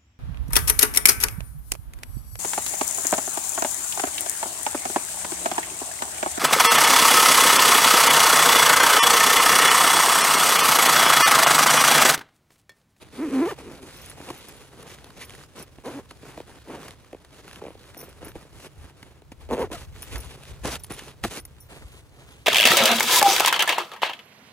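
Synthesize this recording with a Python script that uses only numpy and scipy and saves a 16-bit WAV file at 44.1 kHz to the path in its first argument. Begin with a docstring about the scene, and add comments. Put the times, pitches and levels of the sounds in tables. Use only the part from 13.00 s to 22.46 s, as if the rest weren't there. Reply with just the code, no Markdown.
"""A meadow, a light breeze rumbling on a pair of microphones. Close by, someone works the sticking zip
of a nylon gear bag: the slider buzzes over the teeth, catches, and is tugged shut, brighter as the tape
pulls taut. Its metal tabs jingle and creases snap, while hands rub hiss and rustle out of the cloth.
Then the bag is smoothed, slapped with a dull boom and lifted away."""
import sys
import numpy as np
from scipy import signal
from scipy.fft import rfft, irfft, next_fast_len
from scipy.io import wavfile
from scipy.ndimage import uniform_filter1d, map_coordinates

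SR = 44100
rng = np.random.default_rng(int(sys.argv[2]) if len(sys.argv) > 2 else 0)


def inscribe(sig):
    """Save sig as 16-bit PCM at rate SR to the path in sys.argv[1].

    A 1-D sig is mono; a 2-D sig holds one channel per row.
    Samples are clipped to [-1, 1] before scaling.
    """
    pcm = np.round(np.clip(np.atleast_2d(sig).T, -1, 1) * 32767)
    wavfile.write(sys.argv[1], SR, pcm.astype(np.int16))


N = 417186
TIME = np.arange(N) / SR

# The air: meadow wash, breeze rumble, deeper gusts. Each row: frequency in Hz, relative level in dB.
MEADOW_EQ = [(40, -35), (120, -2.5), (300, -4), (1000, -12.5), (3000, -21.5), (8000, -29), (15000, -75)]
BREEZE_EQ = [(15, -68), (30, -17), (48, -6), (66, 1), (95, -4), (140, -3.5), (220, -28.5), (500, -44)]
GUST_EQ = [(15, -29), (30, -13), (50, 2), (75, 1.5), (105, -6), (150, -15), (300, -43), (600, -59)]
# The breeze slackens, then freshens. 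Each row: time in seconds, lift in dB.
BREEZE_RIDE = [(0, 0.5), (2.3, 1.5), (4.2, -1), (5.4, 1), (6.2, 0), (7.2, 5.5), (9.46, 0.5)]
# Gusts buffet the microphones. Each row: centre in seconds, width in seconds, level in dB.
GUST_CUES = [(5.24, 0.11, -46), (5.37, 0.016, -39), (5.56, 0.064, -46), (5.82, 0.071, -42.5),
             (6.53, 0.22, -42), (6.83, 0.38, -42), (7.16, 0.068, -33), (7.27, 0.065, -40.5),
             (7.52, 0.034, -37), (7.67, 0.084, -37), (7.77, 0.099, -48), (7.93, 0.053, -46),
             (8.26, 0.058, -38), (8.43, 0.054, -47.5), (8.84, 0.06, -41.5), (8.97, 0.043, -51)]

# Sliding weave, bending folds and snapping creases. Each row: frequency in Hz, relative level in dB.
WEAVE_EQ = [(200, -15.5), (800, -3.5), (1600, -2.5), (2500, 0.5), (3700, 0), (5200, -4), (6400, -4),
            (7500, -5), (10200, -4.5), (11600, -8.5), (14800, -14), (16000, -43)]
FOLD_EQ = [(60, -61), (130, 2.5), (230, 0), (420, 2), (650, -4), (1100, -6.5), (1600, -10.5), (3000, -16.5),
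           (8000, -69.5)]
CREASE_EQ = [(200, -16.5), (700, -11.5), (1500, 2), (2600, -2), (4200, -5.5), (7000, -14), (11000, -15.5),
             (15500, -22)]
# Stereo image of the cloth. Each row: frequency in Hz, likeness of left and right from 0 to 1.
CLOTH_LIKENESS = [(300, 0.94), (2000, 0.78), (4000, 0.77), (5200, 0.05), (6400, 0.4), (7400, 0),
                  (9400, 0.18), (10000, 0.64), (11200, .65), (12000, 1), (15000, 0.4)]
# The fingers never quite rest. Each row: time in seconds, activity in dB.
FIDGET_RIDE = [(0, -2), (1.8, 1.5), (2.55, -5), (2.72, -5.5), (3.06, -3.5), (3.7, -1), (4.2, -5.5),
               (5.1, -2.5), (5.72, -6), (6.25, -15), (7.3, 2.5), (8.17, -9), (8.6, -7.5), (9.46, -3.5)]
# A hand slides over the cloth. Each row: start and length in seconds, then relative hiss level,
# fold level and swell from start to end, all in dB.
STROKE_CUES = [(0.0, 0.043, -54.5, -51, 12), (0.119, 0.43, -52, -43, 6), (0.569, 0.14, -59.5, -48.5, -17),
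               (0.695, 0.11, -57, -47, -2), (0.806, 0.35, -53, -51, 0), (1.157, 0.22, -53.5, -47.5, 2),
               (1.332, 0.38, -57.5, -56, -11), (1.708, 0.18, -64, -51.5, 2), (1.858, 0.11, -53, -52, 2),
               (2.018, 0.091, -65, -57, 5), (2.151, 0.13, -56.5, -48, -11), (2.267, 0.2, -57, -51, 7),
               (2.546, 0.11, -53.5, -44, -4), (2.837, 0.19, -55, -42, -8.5),
               (3.203, 0.24, -57.5, -47.5, -4), (3.462, 0.16, -62.5, -50.5, -10),
               (3.65, 0.16, -60, -43.5, 5), (3.786, 0.18, -57.5, -47.5, -10.5),
               (4.308, 0.12, -58.5, -51.5, 9), (4.417, 0.2, -58.5, -50, 2), (4.596, 0.16, -66, -50.5, -5),
               (4.803, 0.13, -62, -54, 3), (4.936, 0.2, -62, -48, -4), (5.2, 0.12, -59, -45.5, -5),
               (5.337, 0.21, -64.5, -54, -17), (5.517, .17, -57.5, -53, 17),
               (5.766, 0.16, -62, -51.5, -0.5), (5.958, 0.25, -67, -57.5, -5), (6.389, 0.1, -63, -54, -8),
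               (6.482, 0.2, -56.5, -39, 0), (6.709, 0.069, -44, -41.5, -4), (6.758, 0.12, -53, -50.5, -16),
               (6.927, 0.27, -53.5, -50, 10), (7.133, 0.084, -57, -41.5, -9), (7.185, .18, -54, -53, -5),
               (7.392, 0.14, -57.5, -55, 14), (7.632, 0.09, -41, -33, -8), (7.693, 0.087, -38.5, -39, -1.5),
               (7.894, 0.044, -46, -34.5, -7), (7.914, 0.22, -52.5, -47.5, -3.5),
               (8.229, 0.077, -43.5, -40.5, -17), (8.288, 0.12, -42, -41.5, 7.5),
               (8.684, 0.19, -57.5, -49, -12.5), (8.842, 0.18, -61, -61, 5), (9.17, 0.28, -63, -56.5, -1)]
# A nail skates over the weave. Each row: centre and width in seconds, level in dB, ribs per second.
SCRAPE_CUES = [(2.224, 0.032, -39.5, 2150), (3.103, 0.017, -53.5, 4000), (6.756, 0.01, -49, 2100),
               (7.134, 0.028, -42, 2400), (7.685, 0.021, -42, 2000), (7.724, 0.023, -36.5, 5400),
               (7.991, 0.027, -42.5, 3100)]
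# Dry ticks of slider, nails and creases. Each row: start in seconds, level in dB, decay in seconds,
# resonance in Hz.
TICK_CUES = [(1.099, -42, 0.0034, 1500), (1.115, -33, 0.00056, 2300), (1.214, -34.5, 0.0012, 2100),
             (1.288, -32, 0.0022, 2300), (1.302, -25, 0.0023, 1100), (1.421, -44, .0008, 2600),
             (1.826, -40, 0.0029, 1300), (2.044, -32.5, 0.00037, 2820), (2.104, -37.5, 0.0015, 1100),
             (2.296, -31, 0.00054, 3200), (2.306, -30, .0004, 2000), (2.337, -35, .0006, 3000),
             (2.351, -36, .0008, 2000), (2.570, -40, 0.001, 1800), (3.108, -35, 0.0021, 2200),
             (3.111, -32.5, 0.00076, 3600), (3.344, -46, .0007, 2410), (3.377, -35, .0008, 1800),
             (3.705, -40, .0004, 2900), (3.743, -41, .0004, 2400), (3.831, -35, 0.001, 1700),
             (3.881, -31.5, 0.0024, 2030), (3.908, -33, 0.0007, 2400), (4.046, -43.5, .0012, 1400),
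             (4.248, -38, 0.0013, 2200), (4.479, -31.5, 0.0011, 2210), (4.512, -34.5, 0.0009, 3000),
             (4.53, -34, .002, 2500), (4.544, -42, 0.00036, 6000), (4.559, -30, 0.0006, 2700),
             (4.673, -42, .0012, 2200), (4.794, -40, .0004, 4040), (4.946, -34.5, 0.00093, 2000),
             (5.014, -35, .0006, 2500), (5.128, -44, .001, 1400), (5.247, -41, 0.00087, 2200),
             (5.272, -41, 0.0011, 1800), (5.282, -33, 0.0009, 1700), (5.318, -38, 0.00062, 2500),
             (6.028, -33.5, 0.0023, 1970), (6.22, -45, 0.00069, 3000), (6.317, -39.5, 0.0052, 2550),
             (6.716, -30, 0.0016, 2900), (7.028, -30, 0.0014, 3000), (7.157, -24.5, 0.0035, 1910),
             (7.435, -36, 0.0011, 2470), (7.844, -32, 0.00092, 2000), (7.903, -32.5, 0.0033, 2200),
             (7.921, -31, 0.0012, 2000), (7.992, -29, 0.0017, 2000), (8.238, -15.5, 0.0014, 2800),
             (8.245, -22, .0014, 1500), (8.452, -44, 0.0021, 1990)]
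# The palm lands on the bag. Each row: start in seconds, relative level in dB, thud decay in seconds.
SLAP_CUES = [ (1.305, -30, 0.0028), (3.11, -35.5, 0.0035), (7.647, -22.5, 0.0049), (7.661, -31, 0.0042),
             (7.728, -25, 0.0023), (8.239, -17, 0.0057), (8.2446, -15, 0.0038)]
# The thud of the palm. Each row: frequency in Hz, relative level in dB.
THUD_EQ = [(40, -55), (110, -3), (240, 0), (340, 8.5), (480, -5), (700, -5.5), (1000, -7.5), (1500, -13),
           (2800, -19), (5000, -27), (12000, -33)]
# The boom of the packed bag. Each row: pitch in Hz, relative level in dB, seconds to fall 60 dB.
BAG_MODES = [(120, 8, 0.057), (245, 6, 0.065), (340, 7.5, 0.037), (703, 11, 0.038)]

# The metal tabs knock together. Each row: start in seconds, relative clink and ring levels in dB,
# multiplier on the ring time.
JINGLE_CUES = [(0.970, -56, -52, 1), (1.015, -67, -51, 1.1), (1.060, -31, -62, 0.46),
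               (1.098, -33, -55, 0.62), (1.377, -63, -53, 0.89), (1.485, -37, -43, 0.35),
               (1.567, -48, -66, .4), (1.828, -38, -62, 0.45), (2.249, -47, -52, 0.78),
               (2.351, -40, -66, 0.44), (2.591, -53, -50, 1.1), (2.626, -34, -49, 0.55),
               (4.973, -53, -45, 1.1), (4.990, -50, -47, 0.87), (5.003, -54, -44, 1),
               (5.014, -39, -55, 0.46), (5.033, -57, -52, 1.3), (5.091, -49, -58, 0.72),
               (5.247, -37.5, -50, 0.67), (5.283, -47, -53, 1.1), (7.022, -35, -45, 0.96),
               (7.037, -39, -54, 0.45), (7.179, -43, -45, 0.78), (7.204, -33.5, -50, 0.71),
               (7.248, -36, -60, 0.48), (7.795, -51, -52, 0.79), (7.836, -31, -51, 0.56),
               (7.845, -27, -65, 0.43), (7.865, -40, -62, .3), (7.921, -29, -52, 0.58),
               (7.939, -36, -56, 1.1), (8.399, -39, -52, 0.88), (8.452, -29.5, -48, 0.38),
               (8.603, -51.5, -56, 2.7)]
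# Modes of a free tab. Each row: pitch in Hz, relative level in dB, seconds to fall 60 dB,
# share that lingers from 0 to 1.
TAB_MODES = [(5690, 2, 0.065, .95), (9100, 0.5, 0.055, 0.7), (9900, 7, 0.062, 0.48),
             (10220, 2.5, 0.033, 0.3), (10730, 15.5, 0.0082, 0), (13850, 1, .11, 1), (14050, -3, .07, .85)]
# Single teeth and folds let go. Each row: start in seconds, relative level in dB, final pitch in Hz.
SNAP_CUES = [(0.587, -37, 478), (1.203, -33, 270), (1.224, -38, 263), (1.303, -27, 330), (2.042, -44, 377),
             (2.785, -37, 256), (3.232, -36, 253), (3.376, -30, 620), (3.403, -28, 356), (3.68, -45, 480),
             (3.772, -40, 480), (4.130, -31, 495), (4.147, -31, 416), (4.617, -35, 800),
             (4.622, -30.5, 400), (4.639, -30, 440), (4.652, -28.5, 460), (4.665, -31.5, 600),
             (4.682, -31, 447), (4.705, -34.5, 298), (4.752, -39, 430), (4.968, -36.5, 494),
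             (5.028, -35.5, 446), (5.082, -40, 409), (5.228, -33, 436), (5.268, -33.5, 406),
             (5.355, -29.5, 334), (5.361, -34, 318), (5.451, -44.5, 397), (5.646, -40, 415),
             (5.665, -39.5, 417), (6.029, -40, 197), (6.22, -44.5, 405), (6.319, -32.5, 266),
             (6.49, -32.5, 386), (6.503, -27, 420), (6.569, -25, 430), (6.579, -21, 416), (6.586, -24, 420),
             (6.671, -36, 435), (6.702, -35, 375), (7.905, -37, 357)]
# A tooth heard through slack, taut and stretched cloth. Each row: frequency in Hz, gain in dB.
SLACK_EQ = [(60, -47), (150, -14), (270, 10), (340, 3.5), (450, 1), (600, -22), (800, -30), (1000, -25),
            (1200, -21), (1500, -22.5), (2500, -10.5), (5000, -82), (15000, -55)]
TAUT_EQ = [(60, -54), (170, -8), (300, 3), (450, 3.5), (700, -7.5), (1000, -7), (1300, -24.5), (1600, -19),
           (2500, -17), (5000, -38), (15000, -53)]
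STRETCHED_EQ = [(100, -41), (400, -43), (700, -5.5), (1250, -12.5), (1800, -7.5), (2800, -8), (5000, -35),
                (15000, -39)]
# One table for each pull of the slider. Each row: time in seconds, teeth per second, level in dB,
# tape tension (0 slack, 1 taut, 2 stretched).
ZIP_PULLS = [
    [(.125, 148.5, -53, 0.0056), (.165, 213, -47, 0.19), (.195, 245, -29, 0.21), (.232, 342.4, -25, 0.18),
     (.27, 277.4, -28.5, 0), (.29, 196, -28, 0.00023)],
    [(.29, 198.6, -40, 0.049), (.312, 221.3, -32.5, 0.035), (.337, 278.4, -22.5, 0.019),
     (.365, 254.2, -21, 0.28), (.392, 262.6, -19.5, 0.23), (.411, 292.3, -20, 0.19),
     (.425, 339.3, -18.5, 0.28), (.455, 345, -25, 0.3), (.476, 437.6, -25, 0.59), (.488, 599.5, -29, 1.8),
     (.503, 600, -37, 1.84), (.514, 445, -30.5, 1.8), (.529, 327, -31, 0.71), (.54, 217, -53, 0.52)],
    [(.61, 139.8, -52, 0.19), (.675, 186.7, -39, 0.1), (.75, 170.7, -48, 0.47), (.79, 134.3, -54, 0.096),
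     (.84, 161.3, -41.5, 0.23), (.885, 129, -55, 0.23)],
    [(1.27, 146.6, -49, 0.58), (1.292, 262, -36.5, 0.92), (1.307, 340, -43, 0.9), (1.318, 170, -62, 0.17)],
    [(2.838, 151, -48, 1.1), (2.847, 190, -44, 1.03), (2.858, 225.6, -34, 1.02), (2.884, 295.4, -32, 1.18),
     (2.895, 356.5, -39, 0.89), (2.908, 317.5, -36, .9), (2.925, 209.2, -46, 0.77), (2.952, 289, -36, 0.38),
     (2.978, 283.3, -34.5, .45), (2.998, 189, -39.5, 0.86), (3.008, 131, -62, .6)],
    [(3.655, 109.9, -59, 0.24), (3.70, 168.8, -36, 0.56), (3.725, 158, -45, 0.1), (3.752, 183.7, -33, 1),
     (3.77, 140, -59, 0.51), (3.785, 112, -60, .5)],
    [(6.510, 136.2, -24.5, 1.15), (6.52, 188.7, -25, 0.61), (6.537, 259, -22, 0.87),
     (6.548, 146.6, -26.5, 1.47), (6.566, 80, -39, 0.65)],
    [(6.593, 169, -24.5, 0.76), (6.609, 228.3, -27, 0.93), (6.614, 505, -26, 0.97),
     (6.622, 534, -23.5, 1.6), (6.635, 420, -26.5, 0.44), (6.648, 382, -27, 0.41), (6.662, 194, -53, 0.54)],
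    [(6.710, 258, -46, 0.95), (6.719, 340, -30, 0.78), (6.726, 640, -37, 1.8), (6.738, 733, -39, 1.8),
     (6.757, 656, -38, 2.5), (6.772, 480, -46, 0.82)],
]

# Where the hands sit in the image. Each row: time in seconds, delay of the right side in samples.
HAND_PAN = [(0, -1), (1.2, 1.2), (1.9, -0.4), (2.7, 0.5), (3.6, -0.5), (4.8, 0.65), (7.3, 1), (7.7, -1),
            (8.35, 0.1), (8.7, 4.5), (9.46, 6)]
# The pair's own phase pattern. Each row: frequency in Hz, lead of the left side in radians.
MIC_PHASE = [(0, 0), (1600, .25), (3200, 1.6), (4600, 1.3), (5300, 2.4), (6000, .4), (7000, .2),
             (7600, -2.1), (9000, -4.9), (10000, -6.3), (11000, -7.6), (12200, -9.4), (13300, -12.5),
             (14500, -12.6), (15500, -15.7)]
# The right microphone is a little more present. Each row: frequency in Hz, dB above the left.
MIC_BALANCE = [(100, 1), (1000, -0.05), (2000, 0.4), (4000, 0.9), (8000, -0.5), (15000, 1.5)]


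def amp(db):
    """Decibels to gain."""
    return 10 ** (np.asarray(db) / 20)


def unit_rms(x):
    """Scales to an rms of one."""
    return x / np.sqrt(np.mean(x ** 2) + 1e-20)


def unit_peak(x):
    """Scales to a peak of one."""
    return x / abs(x).max()


def at_hz(points, hz):
    """Reads a curve on a log-frequency axis."""
    f, value = np.transpose(points)
    return np.interp(np.log(hz + 1), np.log(f + 1), value)


def automation(rows, t):
    """Each column of a timed table, ramped between its points, at the times t."""
    times, *columns = np.transpose(rows)
    return [np.interp(t, times, column) for column in columns]


def add(mix, start, sound):
    """Drops a sound into the mix at start seconds."""
    part = mix[max(round(start * SR), 0):][:len(sound)]
    part += sound[:len(part)]


def eq(x, spectrum, size=4096):
    """Minimum-phase EQ: a click rings out through the given spectrum."""
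    log_gain = np.log(amp(at_hz(spectrum, abs(np.fft.fftfreq(size, 1 / SR)))))
    ring = np.fft.ifft(np.exp(np.conj(signal.hilbert(log_gain)))).real[:size // 2]
    return signal.oaconvolve(x, ring)[:len(x)]


def bell(hz, skirt_db):
    """EQ curve of a broad resonance, at skirt_db half an octave to either side."""
    return [(hz / 8, 2 * skirt_db), (hz / 1.4, skirt_db), (hz, 0),
            (hz * 1.4, skirt_db), (hz * 8, 1.5 * skirt_db)]


def wander(per_s):
    """Smooth random modulation of rms one, rolling off above per_s changes a second."""
    spectrum = rfft(rng.standard_normal(N))
    return unit_rms(irfft(spectrum * np.exp(-(np.fft.rfftfreq(N, 1 / SR) / per_s) ** 2), N))


def burst(noise, decay_s, spectrum):
    """A puff of noise that swells and dies quickly, with a peak of one."""
    age = np.arange(len(noise)) / SR / decay_s
    return unit_peak(eq(np.sign(noise) * np.sqrt(age) * np.exp(-age), spectrum))


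def air_pair(spectrum, lean_db=0, shared=.93):
    """Eddies reach the two microphones partly alike; lean_db tips them to the left."""
    left, right, both = [unit_rms(eq(noise, spectrum)) for noise in rng.standard_normal((3, N))]
    return unit_rms(np.array([left * amp(lean_db), right * amp(-lean_db)]) + shared * both)


def outdoors(meadow_db=-61, breeze_db=-54, sway_db=1.2):
    """The bed: a swaying breeze and bell-shaped gusts rumble over the faint wash of the meadow."""
    breeze = amp(breeze_db + automation(BREEZE_RIDE, TIME)[0] + sway_db * wander(8))
    gust_power = sum(amp(db) ** 2 * np.exp(-np.minimum((2 * (TIME - centre) / width) ** 2, 20))
                     for centre, width, db in GUST_CUES)
    return (breeze * air_pair(BREEZE_EQ) + np.sqrt(gust_power) * air_pair(GUST_EQ, lean_db=2)
            + amp(meadow_db) * air_pair(MEADOW_EQ))


def handling(idle_hiss_db=-63, idle_fold_db=-55, attack_s=.021, release_s=.025, arch_db=3):
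    """Envelopes for hiss and folds: strokes arch with the hand's speed over a floor of fidgeting."""
    fidget_db = automation(FIDGET_RIDE, TIME)[0] - 2 * wander(63)
    power = amp([idle_hiss_db + fidget_db, idle_fold_db + fidget_db]) ** 2
    for start, length, hiss_db, fold_db, swell_db in STROKE_CUES:
        t = np.arange(0, length, 1 / SR)
        from_middle = t / length - .5
        contact = np.minimum(t / attack_s, 1) * np.minimum((length - t) / release_s, 1)
        speed_db = swell_db * from_middle - arch_db * (2 * from_middle) ** 2
        for layer, db in zip(power, (hiss_db, fold_db)):
            add(layer, start, (contact * amp(db + speed_db)) ** 2)
    return np.sqrt(power)


def grains(per_s, spread_db):
    """Tiny random slips; spread_db makes a few stand out from the rest."""
    sizes = amp(spread_db * np.minimum(rng.exponential(1, N), 4))
    return unit_rms(sizes * rng.choice([-1, 1], N) * (rng.random(N) < per_s / SR))


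def drift(x, depth_db):
    """The cloth changes shape as it moves, so broad patches of its colour come and go."""
    frames = signal.stft(x, nperseg=512)[2]
    patches = uniform_filter1d(rng.standard_normal(frames.shape), size=22, axis=0)
    patches = uniform_filter1d(patches, size=12, axis=1)
    return signal.istft(frames * amp(depth_db * unit_rms(patches)), nperseg=512)[1][:N]


def rustle(slide, bend, grip, hiss_db=5, crease_db=-3):
    """Threads slip in a gritty hiss, folds buckle in coarser grains and creases snap."""
    threads = grains(per_s=3500, spread_db=4.5) + .6 * rng.standard_normal(N)
    threads = drift(threads * amp(.96 * grip), depth_db=1.3)
    hiss = unit_rms(eq(threads, WEAVE_EQ))
    folds = unit_rms(eq(grains(per_s=1500, spread_db=0) * amp(2 * grip), FOLD_EQ))
    creases = unit_rms(eq(drift(grains(per_s=110, spread_db=3.5), depth_db=4), CREASE_EQ))
    # a sliding hand holds the cloth flat, so creases snap no louder in a fast stroke
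    held_flat = np.minimum(slide, amp(-56))
    return hiss * slide * amp(hiss_db) + folds * bend + creases * held_flat * amp(crease_db)


def cloth():
    """Hands rub with a grip that comes and goes; the cloth is broad, so its rustle is wide."""
    slide, bend = handling()
    grip = wander(33)
    alike = np.clip(at_hz(CLOTH_LIKENESS, np.fft.rfftfreq(N, 1 / SR)), 0, 1)
    mid, side = [irfft(rfft(rustle(slide, bend, grip)) * np.sqrt(share), N)
                 for share in ((1 + alike) / 2, (1 - alike) / 2)]
    return np.array([mid + side, mid - side])


def nail_scrapes():
    """A nail trips over the ribs of the weave: a short zizz around the rate at which they pass."""
    out = np.zeros(N)
    for centre, width, db, ribs_per_s in SCRAPE_CUES:
        noise = rng.standard_normal(SR // 5)
        t = np.arange(len(noise)) / SR - 2 * width
        zizz = unit_rms(eq(eq(noise, WEAVE_EQ), bell(ribs_per_s, skirt_db=-6)))
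        add(out, centre - 2 * width, amp(db) * np.exp(-2 * (t / width) ** 2) * zizz)
    return out


def ticks(trim_db=1, lead_in_db=-21, lead_in_s=.0015, crackle_db=-16, crackle_s=.0069):
    """Slider, nails and creases tick: a faint hiss swells into each crack, then the cloth crackles on."""
    out = np.zeros(N)
    age = np.arange(SR // 20) / SR / crackle_s
    tone = [(200, 6.5), (1300, 8), (3000, 3.5), (6000, -1.5), (10500, -1.5), (15500, -13.5)]
    for start, db, decay_s, hz in TICK_CUES:
        noise = rng.standard_normal(len(age))
        lead_in = burst(noise[::-1], lead_in_s, WEAVE_EQ)[::-1]  # reversed, to swell into the crack
        crack = unit_peak(eq(burst(noise, decay_s, tone), bell(hz, skirt_db=-5)))
        crackle = unit_peak(eq(noise * abs(noise) * np.sqrt(age) * np.exp(-age), tone))
        add(out, start - len(lead_in) / SR, amp(db + lead_in_db) * lead_in)
        add(out, start, amp(db + trim_db) * (crack + amp(crackle_db) * crackle))
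    return out


def slaps(thud_db=-2, boom_db=-6, press_s=.005):
    """The palm lands with a thud, and the packed bag booms briefly as it presses home."""
    out, t = np.zeros(N), np.arange(SR // 10) / SR
    modes = sum(amp(db - 60 * t / t60) * np.sin(2 * np.pi * hz * t) for hz, db, t60 in BAG_MODES)
    boom = unit_peak((1 - np.exp(-(t / press_s) ** 2)) * modes)
    for start, db, decay_s in SLAP_CUES:
        thud = burst(rng.standard_normal(len(t)), decay_s, THUD_EQ)
        add(out, start, amp(db) * (amp(thud_db) * thud + amp(boom_db) * boom))
    return out


def pull_tabs(clink_trim_db=-3, ring_trim_db=3, spread_db=2, detune=.003, click_db=-7, click_s=.0015):
    """The metal tabs clink and a few modes ring on; each knock lands elsewhere and favours other modes."""
    out, t = np.zeros(N), np.arange(SR // 5) / SR
    hz, mode_db, t60, lingers = np.transpose(TAB_MODES)[:, :, None]
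    attack = 1 - np.exp(-t / .0012)
    click_tone = [(1500, -2), (6000, 10), (10500, 8), (15500, 6)]
    for start, clink_db, ring_db, ring_scale in JINGLE_CUES:
        favour, shift = rng.standard_normal((2, len(TAB_MODES), 1))
        strike_db = (1 - lingers) * (clink_db + clink_trim_db) + lingers * (ring_db + ring_trim_db)
        fade = attack * amp(mode_db + spread_db * favour + strike_db - 60 * t / (t60 * ring_scale))
        # the loose tabs chatter against the slider, which roughens each ring
        real, imag = uniform_filter1d(rng.standard_normal((2, len(TAB_MODES), len(t))), size=130)
        chatter = .68 + .52 * (unit_rms(real) + 1j * unit_rms(imag))
        modes = fade * chatter * np.exp(2j * np.pi * hz * (1 + detune * shift) * t)
        click = amp(clink_db + click_db) * burst(rng.standard_normal(len(t)), click_s, click_tone)
        add(out, start, click + modes.imag.sum(0))
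    return out


def disperse(x, delay_s, corner_hz=750):
    """Bending waves cross cloth treble first, so each click is smeared out."""
    size = next_fast_len(len(x) + 2048)
    hz = np.fft.rfftfreq(size, 1 / SR)
    phase = 2 * np.pi * delay_s * corner_hz * np.arctan(hz / corner_hz)
    return irfft(rfft(x, size) * np.exp(-1j * phase), size)[:len(x)]


def snaps(trim_db=2, ring_s=.0018, overshoot=.9, sink_s=.0012, scuff_db=-13, scuff_s=.0006):
    """A tooth or fold lets go with a crack and a scuff; the taut cloth answers with a falling chirp."""
    out, t = np.zeros(N), np.arange(2048) / SR
    for start, db, hz in SNAP_CUES:
        noise = rng.standard_normal(len(t))
        push = (t == 0) + .08 * noise * np.exp(-t / .004)
        crack = unit_peak(eq(disperse(push, delay_s=.0024), TAUT_EQ))
        cycles = np.cumsum(hz * (1 + overshoot * np.exp(-t / sink_s))) / SR
        chirp = t / ring_s * np.exp(1 - t / ring_s) * np.sin(2 * np.pi * cycles)
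        scuff = amp(scuff_db) * burst(noise, scuff_s, WEAVE_EQ)
        add(out, start, amp(db + trim_db) * unit_peak(.85 * crack + chirp + scuff))
    return out


def unevenness(rate, tension, stumble=.9, steady_teeth_per_s=230):
    """In slack tape a slow slider stumbles and a fast one runs evenly; tension sets its own roughness."""
    slack = .03 + stumble / (1 + (rate / steady_teeth_per_s) ** 8)
    tight = np.interp(tension, [1, 2], [.28, .011])
    return slack + np.clip(tension, 0, 1) * (tight - slack)


def zipper(jitter=.24, scatter_db=6, rasp_share=.34, stretched_rasp_db=-8, tick_db=-48.5):
    """The slider trips over tooth after tooth; tension brightens the cloth that sounds them."""
    out, sway, scatter, hiss = np.zeros(N), wander(260), wander(280), rng.standard_normal(N)
    for pull in ZIP_PULLS:
        start, end = pull[0][0], pull[-1][0]
        span = (TIME >= start) & (TIME < end)
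        rate, db, tension = automation(pull, TIME[span])
        uneven = unevenness(rate, tension)
        teeth = np.cumsum(rate * np.exp(jitter * uneven * sway[span])) / SR
        clicks = np.diff(np.floor(teeth), prepend=-1) * amp(scatter_db * uneven * scatter[span])
        push = eq(unit_rms(clicks), [(300, -2.5), (1200, 3.0), (2500, -14.5), (6000, 0.5)])
        # each tooth rasps along the slider, less so in a hard pull or in stretched cloth
        grit = unit_rms(hiss[span] * (1 - teeth % 1) ** 6)
        rasp = eq(grit, [(250, -15.5), (480, 10.5), (2300, -7), (5000, 6)])
        taut, stretched = np.clip(tension, 0, 1), np.clip(tension - 1, 0, 1)
        rasp_db = stretched_rasp_db * stretched - .35 * taut * np.maximum(db + 36, 0)
        drive = disperse(push + rasp_share * (.36 + uneven) * amp(rasp_db) * rasp, delay_s=.0032)
        # tension crossfades the three cloth colours
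        buzz = sum(np.maximum(1 - abs(np.clip(tension, 0, 2) - k), 0) * eq(drive, body)
                   for k, body in enumerate([SLACK_EQ, TAUT_EQ, STRETCHED_EQ]))
        running_rms = np.sqrt(abs(uniform_filter1d(buzz ** 2, size=520)) + 1e-9)
        # in taut tape each tooth also ticks on the slider, growing more slowly than the buzz
        tick_gain = np.interp(tension, [0, 1, 2], [0, 1, .3]) * amp(tick_db + .77 * (db + 33))
        add(out, start, amp(db) * buzz / running_rms + tick_gain * unit_rms(eq(grit, WEAVE_EQ)))
    return out


def microphones(pair, pan_below_hz=5340):
    """Lows and mids shift in time on the right as the hands move; the pair adds its own phase pattern."""
    left, right = rfft(pair)
    hz = np.fft.rfftfreq(N, 1 / SR)
    right = right * np.exp(-1j * np.interp(hz, *np.transpose(MIC_PHASE)))
    lowpass = 1 / (1 + (hz / pan_below_hz) ** 16)
    delay = automation(HAND_PAN, TIME)[0]
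    panned = map_coordinates(irfft(right * lowpass, N), [np.arange(N) - delay], order=3)
    return np.array([irfft(left, N), panned + irfft(right * (1 - lowpass), N)])


def scene():
    """The bag up close, over the open-air bed."""
    bag = zipper() + snaps() + ticks() + slaps() + nail_scrapes() + pull_tabs() + cloth()
    return microphones(bag) + outdoors()


def record(dry, top_hz=15900):
    """Each microphone gets its own slight colour, then a steep high cut trims the top."""
    heard = np.array([eq(channel, [(hz, side * db / 2) for hz, db in MIC_BALANCE])
                      for channel, side in zip(dry, (-1, 1))])
    high_cut = signal.firwin(255, top_hz, window=("kaiser", 9), fs=SR)
    return signal.oaconvolve(heard, high_cut[None], "same")


dry = scene()
out = record(dry)
inscribe(out)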